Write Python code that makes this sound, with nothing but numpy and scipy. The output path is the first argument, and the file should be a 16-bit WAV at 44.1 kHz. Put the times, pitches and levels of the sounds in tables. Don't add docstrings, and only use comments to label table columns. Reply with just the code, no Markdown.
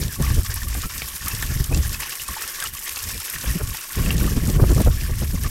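import sys
import numpy as np
from scipy import signal
from scipy.fft import rfft, irfft
from scipy.io import wavfile
from scipy.ndimage import uniform_filter1d

SR = 44100
rng = np.random.default_rng(int(sys.argv[2]) if len(sys.argv) > 2 else 0)


def transcribe(signal):
    frames = np.atleast_2d(signal).T
    limited = np.clip(frames, -1, 1)
    pcm = np.round(limited * 32767).astype(np.int16)
    wavfile.write(sys.argv[1], SR, pcm)


def how_loud(loudness_db):
    steps = np.asarray(loudness_db, float) / 20
    return 10 ** steps


N = 242539
TICKS = np.arange(0, N + 32, 32) / SR


def evened(x):
    return x / np.sqrt(np.mean(x ** 2) + 1e-20)


def filled(control):
    return np.interp(np.arange(N) / SR, TICKS, control)


def columns(rows):
    s, *values = np.transpose(rows)
    return [np.interp(np.arange(N) / SR, s, v) for v in values]


def humps(rows):
    return filled(sum(db * np.exp(-((TICKS - s) / half) ** 2) for s, db, half in rows))


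def add(mix, s, sound):
    part = mix[round(s * SR):][:len(sound)]
    part += sound[:len(part)]


def coloured(x, points, peaks=(), size=4096):
    hz = abs(np.fft.fftfreq(size, 1 / SR))
    f, db = np.transpose(points)
    db = np.interp(np.log(hz + 1), np.log(f + 1), db)
    db = db + sum(lift / (1 + (2 * (hz - centre) / width) ** 2) for centre, width, lift in peaks)
    log_gain = np.log(how_loud(np.maximum(db, -100)))
    taps = np.fft.ifft(np.exp(np.conj(signal.hilbert(log_gain)))).real
    return signal.oaconvolve(x, taps)[:len(x)]


def band(x, lo_hz, hi_hz):
    return signal.sosfilt(signal.butter(N=3, Wn=[lo_hz, hi_hz], btype="band", fs=SR, output="sos"), x)


def flicker(hz):
    f = np.fft.rfftfreq(N, 1 / SR)
    tilt = (f > 9) / np.sqrt(f + 4) / (1 + (f / hz) ** 4)
    return evened(irfft(rfft(rng.standard_normal(N)) * tilt, N))


def impacts(per_s, spread_db):
    return (rng.random(N) < per_s / SR) * how_loud(spread_db * np.minimum(rng.exponential(1, N), 4))


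def bursts(per_s, spread_db, t60):
    power = signal.lfilter([1], [1, -10 ** (-6 / (t60 * SR))], impacts(per_s, spread_db) ** 2)
    return evened(np.sqrt(power) * rng.standard_normal(N))


def pocket(hz, t60, rise):
    t = np.arange(round(t60 * SR)) / SR
    swell = 1 - np.exp(-t * hz * 1.2)
    return how_loud(-60 * t / t60) * swell * np.sin(2 * np.pi * hz * t * (1 + rise * t / t60))


def fizz(lo_hz, hi_hz, per_s, cycles, count=14):
    drops = impacts(per_s, 2.8) * rng.choice([-1, 1], N)
    kind = rng.integers(0, count, N)
    total = np.zeros(N)
    for k, hz in enumerate(np.geomspace(lo_hz, hi_hz, count)):
        rings = signal.oaconvolve(drops * (kind == k), pocket(hz, cycles / hz, 0.18))[:N]
        total += rings / np.sqrt(cycles / np.sqrt(hz))
    return evened(total)


# time in seconds, spray level in dB, hollow gurgle in dB against spray.
FLOW = [(0, -31, -3), (.6, -33.5, -3), (1.3, -32.5, -3), (1.8, -32.5, -3.5), (2.1, -33, -4),
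        (2.6, -32.5, -1.5), (3.0, -32, -3), (3.5, -31.5, -2), (4.1, -32, -1.5), (4.5, -33, -2),
        (5.0, -35, -1), (5.5, -34.5, -7)]
# frequency in Hz, level in dB per Hz.
SPLATTER = [(200, -66), (330, 3.5), (700, -3), (1100, -5.5), (1400, 0.5), (3150, 3), (4100, -6),
            (5500, 1.5), (8200, -1), (10000, -3), (13300, 1), (14600, -9.5), (16000, -7), (17500, 3)]
# pitch in Hz, width in Hz, lift in dB.
GAPS = [
    (1104, 96, 12),
    (1774, 210, 5.5),
    (2593, 3600, 5.5),
    (5400, 680, 1),
]
# time in seconds, gurgle lift in dB, half length in seconds.
SURGES = [(.27, 3, 0.056), (.55, 0, 0.071), (.84, 8, 0.0092), (1.29, 6.5, 0.038), (2.05, 8, 0.072),
          (2.43, 5, 0.036), (2.63, 3.5, .035), (2.88, 6, 0.021), (3.47, 1.5, 0.078), (5.135, 8, .015),
          (5.46, 5, 0.034)]
SPRAY_HZ, MIST_HZ, TOP_HZ = 3700, 8000, 19000


def stream():
    spray_db, hollow_db = columns(FLOW)
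    slugs, lost_db = flicker(31.6), breaks()
    mist = bursts(450, 2.7, .02) + .5 * fizz(7500, 15500, 2500, 12) + .7 * rng.standard_normal(N)
    spray = bursts(400, 2.6, .022) + .7 * fizz(3500, 8500, 1800, 14) + .7 * rng.standard_normal(N)
    hollow = bursts(300, 2.5, .03) + .62 * fizz(850, 4000, 700, 26) + .7 * rng.standard_normal(N)

    mist = band(coloured(mist, SPLATTER), MIST_HZ, TOP_HZ)
    spray = band(coloured(spray, SPLATTER, GAPS), SPRAY_HZ, MIST_HZ)
    hollow = band(coloured(hollow, SPLATTER, GAPS), 290, 0.91 * SPRAY_HZ)

    mist = evened(mist * how_loud(0.39 * slugs + 1.6 * flicker(40)))
    spray = evened(spray * how_loud(2.0 * slugs + 0.2 * flicker(48)))
    hollow = evened(hollow * how_loud(1.13 * slugs + .5 * flicker(25)))

    mist = how_loud(spray_db - 0.5 + lost_db) * mist
    spray = how_loud(spray_db - 4.5 + 2.02 * lost_db) * spray
    hollow = how_loud(spray_db + hollow_db - 3.5 + 1.94 * lost_db + humps(SURGES)) * hollow
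    return mist + spray + hollow


# time in seconds, depth in # dB, half length in seconds.
BREAKS = [(0.083, 4.5, 0.038), (.18, 4.5, 0.029), (0.424, 2, 0.046), (0.663, 2.5, 0.038),
          (0.883, 3.5, 0.011), (1.118, 0.5, 0.12), (1.208, 1, 0.031), (1.491, 0.5, 0.026),
          (1.697, 3, 0.078), (1.985, 3, 0.0079), (2.256, 4.5, 0.016), (2.717, 5, 0.03), (2.805, 2, 0.045),
          (2.941, 2, 0.0091), (3.18, 3, .025), (3.403, 3, 0.018), (3.627, 2.5, 0.089), (3.69, 1.5, .03),
          (3.807, 4.5, 0.018), (3.887, 4, 0.027), (4.157, 2, 0.035), (4.422, 1.5, 0.09), (4.59, 4.5, .025),
          (4.634, 9, 0.0092), (4.896, 1.5, 0.036), (5.126, 4, 0.029), (5.204, 0, 0.013), (5.288, 2, 0.005),
          (5.375, 1, 0.088)]


def breaks():
    return -humps(BREAKS)


# time in seconds, peak in dB, darkness as 3-8 kHz against 8-14 kHz in dB.
SPLATS = [(.3887, -19, -4), (.5409, -11, -11), (.5572, -16, -17), (.684, -16, -18), (.9795, -10.5, -0.5),
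          (1.2603, -13, -2), (1.2816, -7.5, -8), (1.3488, -13, 3), (1.4237, -12.5, -2), (1.6411, -11.5, 2),
          (1.7462, -10, 15), (1.7741, -14.5, 16), (2.0039, -14.5, -16), (2.2178, -13, -7),
          (2.3328, -19, -1), (2.6021, -10, 0), (2.6246, -12, 15), (2.6385, -12, -21), (2.7362, -17, -9),
          (2.88, -20, -20), (2.8929, -12, -5), (2.9596, -12, 22), (3.2011, -13, -10), (3.2493, -18, -6),
          (3.299, -10, -15), (3.5112, -14, -16), (4.1054, -28, -13), (4.1802, -13.5, 20),
          (4.8165, -12.5, -5), (5.4346, -12.5, -20)]


def splats():
    out, t = np.zeros(N), np.arange(1200) / SR
    at, spray_db, size, dark, _ = strays(count=60)
    lesser_dark_db = -2 + 4 * (4 * dark - 2)
    slugs = SPLATS + list(zip(at, spray_db + 16 + 3 * size, lesser_dark_db))
    noise = rng.standard_normal((len(slugs), len(t)))
    crack_and_patter = how_loud(-60 * t / .016) + .1 * how_loud(-60 * t / .05)
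    puffs = np.sign(noise) * abs(noise) ** .4 * crack_and_patter
    lows = band(puffs, 3000, 8000)
    highs = band(band(puffs, 8000, 14300), 7000, 14300)
    for (s, db, dark_db), low, high in zip(slugs, lows, highs):
        puff = how_loud(dark_db / 2) * evened(low) + how_loud(-dark_db / 2) * evened(high)
        add(out, s, how_loud(db - 4) * puff / abs(puff).max())
    return out


# time in seconds, peak in dB, pitch in Hz, seconds to ring down by 60 dB.
PLOPS = [(.244, -19, 1160, 0.037), (.301, -20.5, 1710, .04), (.498, -21, 1610, 0.03),
         (.6179, -21.5, 1780, 0.034), (.75, -21, 1195, 0.0099), (.8363, -25, 1316, 0.11),
         (1.019, -14, 2490, 0.019), (1.27, -20.5, 1260, 0.038), (1.4267, -12, 1810, 0.023),
         (1.7258, -19.5, 2450, 0.036), (1.7463, -17.5, 2650, 0.02), (2.0324, -20, 3040, 0.01),
         (2.1228, -20.5, 2740, 0.019), (2.1975, -20.5, 2780, 0.045), (2.2869, -17, 1070, 0.037),
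         (2.366, -21, 913, 0.041), (2.624, -15.5, 1620, 0.031), (2.64, -21, 1305, 0.052),
         (2.6592, -16.5, 2870, 0.033), (2.97, -18.5, 2740, 0.017), (3.459, -23, 1640, .043),
         (3.4993, -21, 1890, 0.046), (3.746, -20, 1700, 0.012), (4.0608, -14.5, 2510, 0.02),
         (4.1057, -9, 2796, 0.026), (4.242, -21, 1830, 0.011), (4.2755, -16, 1140, 0.025),
         (5.4422, -20, 1755, 0.038), (5.446, -24, 1170, .045), (5.464, -19.5, 1150, 0.029)]


def plops():
    out, t = np.zeros(N), np.arange(500) / SR
    at, spray_db, size, hollow, off = strays(count=28)
    hollow_hz = np.transpose(GAPS)[0][(3 * hollow).astype(int)]
    near_hz = hollow_hz * (1 + 0.065 * (2 * off - 1))
    pockets = PLOPS + list(zip(at, spray_db + 3.5 + 4 * size, near_hz, 0.066 * (1.5 - size)))
    chances = rng.standard_normal((len(pockets), len(t) + 1))
    for (s, db, hz, t60), (rise, *noise) in zip(pockets, chances):
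        slap = uniform_filter1d(noise, round(.6 * SR / hz)) * np.sin(2 * np.pi * hz * t)
        add(out, s, how_loud(db - 3.5) * pocket(hz, np.clip(t60, .006, .12), 0.019 + 0.11 * rise))
        add(out, s, how_loud(db - 3.7 - 60 * (t + t60 / 4) / 0.035) * evened(slap))
    return out


def strays(count):
    s, *chance = rng.random((count, 4)).T
    at = (s * (N - 1)).astype(int)
    return at / SR, (columns(FLOW)[0] + breaks())[at], *chance


def stones(x):
    t = np.arange(2600) / SR
    echoes = (rng.random(len(t)) < .05) * rng.choice([-1, 1], len(t))
    taps = echoes * how_loud(-60 * t / .06) * (t > .0015)
    return signal.oaconvolve(x, taps / np.linalg.norm(taps))[:N]


def patchy(x):
    z = signal.stft(x, nperseg=512, noverlap=384)[2]
    field = uniform_filter1d(rng.standard_normal(z.shape[::-1]), size=22, axis=0)
    field = uniform_filter1d(field, size=9, axis=1)
    return signal.istft(z * how_loud(0.92 * evened(field).T), nperseg=512, noverlap=384)[1][:N]


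# frequency in Hz, level in dB per Hz.
BUFFET = [(11, -64.5), (18, 0.5), (65, 9), (128, -5.5), (161, -26), (220, -17), (290, -32), (480, -120)]
EDDIES = [(60, -33), (130, 3.5), (190, -5), (300, -12.5), (500, -21.5), (1000, -37), (2000, -48.5)]
TEARING = [(120, -49.5), (280, -1.5), (450, -1), (800, -12), (1300, -14.5), (2000, -30), (4000, -51)]
# time in seconds, tearing level in dB, eddy level in dB.
FLARES = [(.015, -34, -19), (0.212, -37, -9), (0.385, -38, -36), (0.651, -50, -23), (0.778, -44, -23.5),
          (.86, -52, -24), (1.517, -63, -21.5), (1.597, -55, -53), (1.722, -23, -15), (1.771, -34.5, -19),
          (3.151, -41, -31), (3.445, -33.5, -26), (3.559, -60, -12.5), (3.611, -25.5, -46),
          (3.981, -34, -44), (4.076, -28, -33), (4.185, -38, -21), (4.241, -50, -15), (4.382, -29.5, -34),
          (4.494, -30.5, -11), (4.599, -19, -16), (4.634, -16.5, -12.5), (4.715, -20, -19),
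          (4.778, -25, -13), (4.806, -42, -5.5), (4.875, -14, -23), (5.099, -28, -22),
          (5.231, -26.5, -16.5), (5.343, -38, -23), (5.451, -35, -22)]
TEAR_S, SWIRL_S = 0.01, 0.014


def wind():
    big, small = gusts()
    lumps, flares, t = flicker(25), np.zeros(N), np.arange(-1800, 1800) / SR
    buffet = steadied(coloured(rng.standard_normal(N), BUFFET, size=16384), .75, size=1800)
    eddies = steadied(coloured(rng.standard_normal(N), EDDIES), .7, size=900)
    tearing = steadied(coloured(rng.standard_normal(N), TEARING), .7, size=300)
    for s, tear_db, eddy_db in FLARES:
        add(flares, s + t[0], how_loud(tear_db - 6.0) * np.exp(-(t / TEAR_S) ** 2))
        add(small, s + t[0], how_loud(eddy_db - 8.5) * np.exp(-(t / SWIRL_S) ** 2))
    push = big * how_loud(2.4 * lumps) * buffet
    push = push + small * how_loud(3.7 * lumps + 0.51 * flicker(39)) * eddies
    tear = flares + how_loud(-25.5) * small
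    push = push + tear * tearing * how_loud(2.9 * flicker(127))
    return .75 * np.tanh(push / .75)


def steadied(x, share, size):
    power = uniform_filter1d(x ** 2, size=size) + 0.023 * np.mean(x ** 2)
    return evened(x / power ** (share / 2))


# start in seconds, length in seconds, buffet in dB at the start,
# buffet in dB at the end, small eddies in dB against the buffet.
GUSTS = [(-.02, 0.15, -16, -38, -3.5), (.19, 0.2, -22, -15.5, -13.5), (0.447, 0.12, -34, -24, -19),
         (0.628, 0.16, -27, -25, -23), (0.86, 0.01, -19, -35, -17), (0.939, 0.21, -33.5, -42.5, -10),
         (1.208, 0.42, -37, -22, -9.5), (1.713, 0.21, -14.5, -27.5, -14.5), (1.923, 0.12, -28, -44, -10.5),
         (2.066, 0.041, -48, -52, -3.5), (2.193, 0.03, -48, -48, -14), (2.292, 0.029, -33, -38, -8),
         (2.413, .05, -53, -48, -5.5), (2.56, 0.043, -59, -50, -5), (2.664, 0.18, -36.5, -56, -12),
         (2.904, 0.034, -52, -40, -22), (3.024, 0.16, -35.5, -34.5, -14), (3.34, .1, -38.5, -45, -5.5),
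         (3.484, 0.055, -13, -27.5, -16.5), (3.615, 0.098, -23, -29, -11.5), (3.974, 0.77, -21, -22.5, -5),
         (4.556, 0.24, -13, -16, -10), (4.864, 0.057, -7, -17, -15.5), (4.944, 0.52, -23, -22.5, -15)]
RISE_DB_PER_S, FALL_DB_PER_S = 700, 316


def gusts():
    t, buffet, eddies = TICKS, 0, 0
    for s, length, first_db, last_db, eddy_db in GUSTS:
        edges_db = RISE_DB_PER_S * np.maximum(s - t, 0) + FALL_DB_PER_S * np.maximum(t - s - length, 0)
        push = how_loud(np.interp(t, [s, s + length], [first_db, last_db]) - edges_db)
        buffet = np.maximum(buffet, push)
        eddies = np.maximum(eddies, how_loud(eddy_db) * push)
    return filled(buffet), filled(eddies)


def valley():
    colour = [(12, -16), (25, -6.0), (45, -20), (80, -26), (300, -24), (900, -43)]  # (Hz, dB per Hz)
    return how_loud(-53) * evened(coloured(rng.standard_normal(N), colour, size=16384))


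def scene():
    hits = splats() + plops()
    water = patchy(stream()) + hits + how_loud(-8.5) * stones(hits)
    return (water + wind() + valley())[None]


def roll_off(x):
    return signal.sosfilt(signal.butter(12, 16670, fs=SR, output="sos"), x)


def record(dry):
    edge = signal.firwin(511, 15850, window=("kaiser", 8), fs=SR)
    mix = signal.oaconvolve(dry, edge[None], "same")
    return roll_off(mix)


dry = scene()
out = record(dry)
transcribe(out)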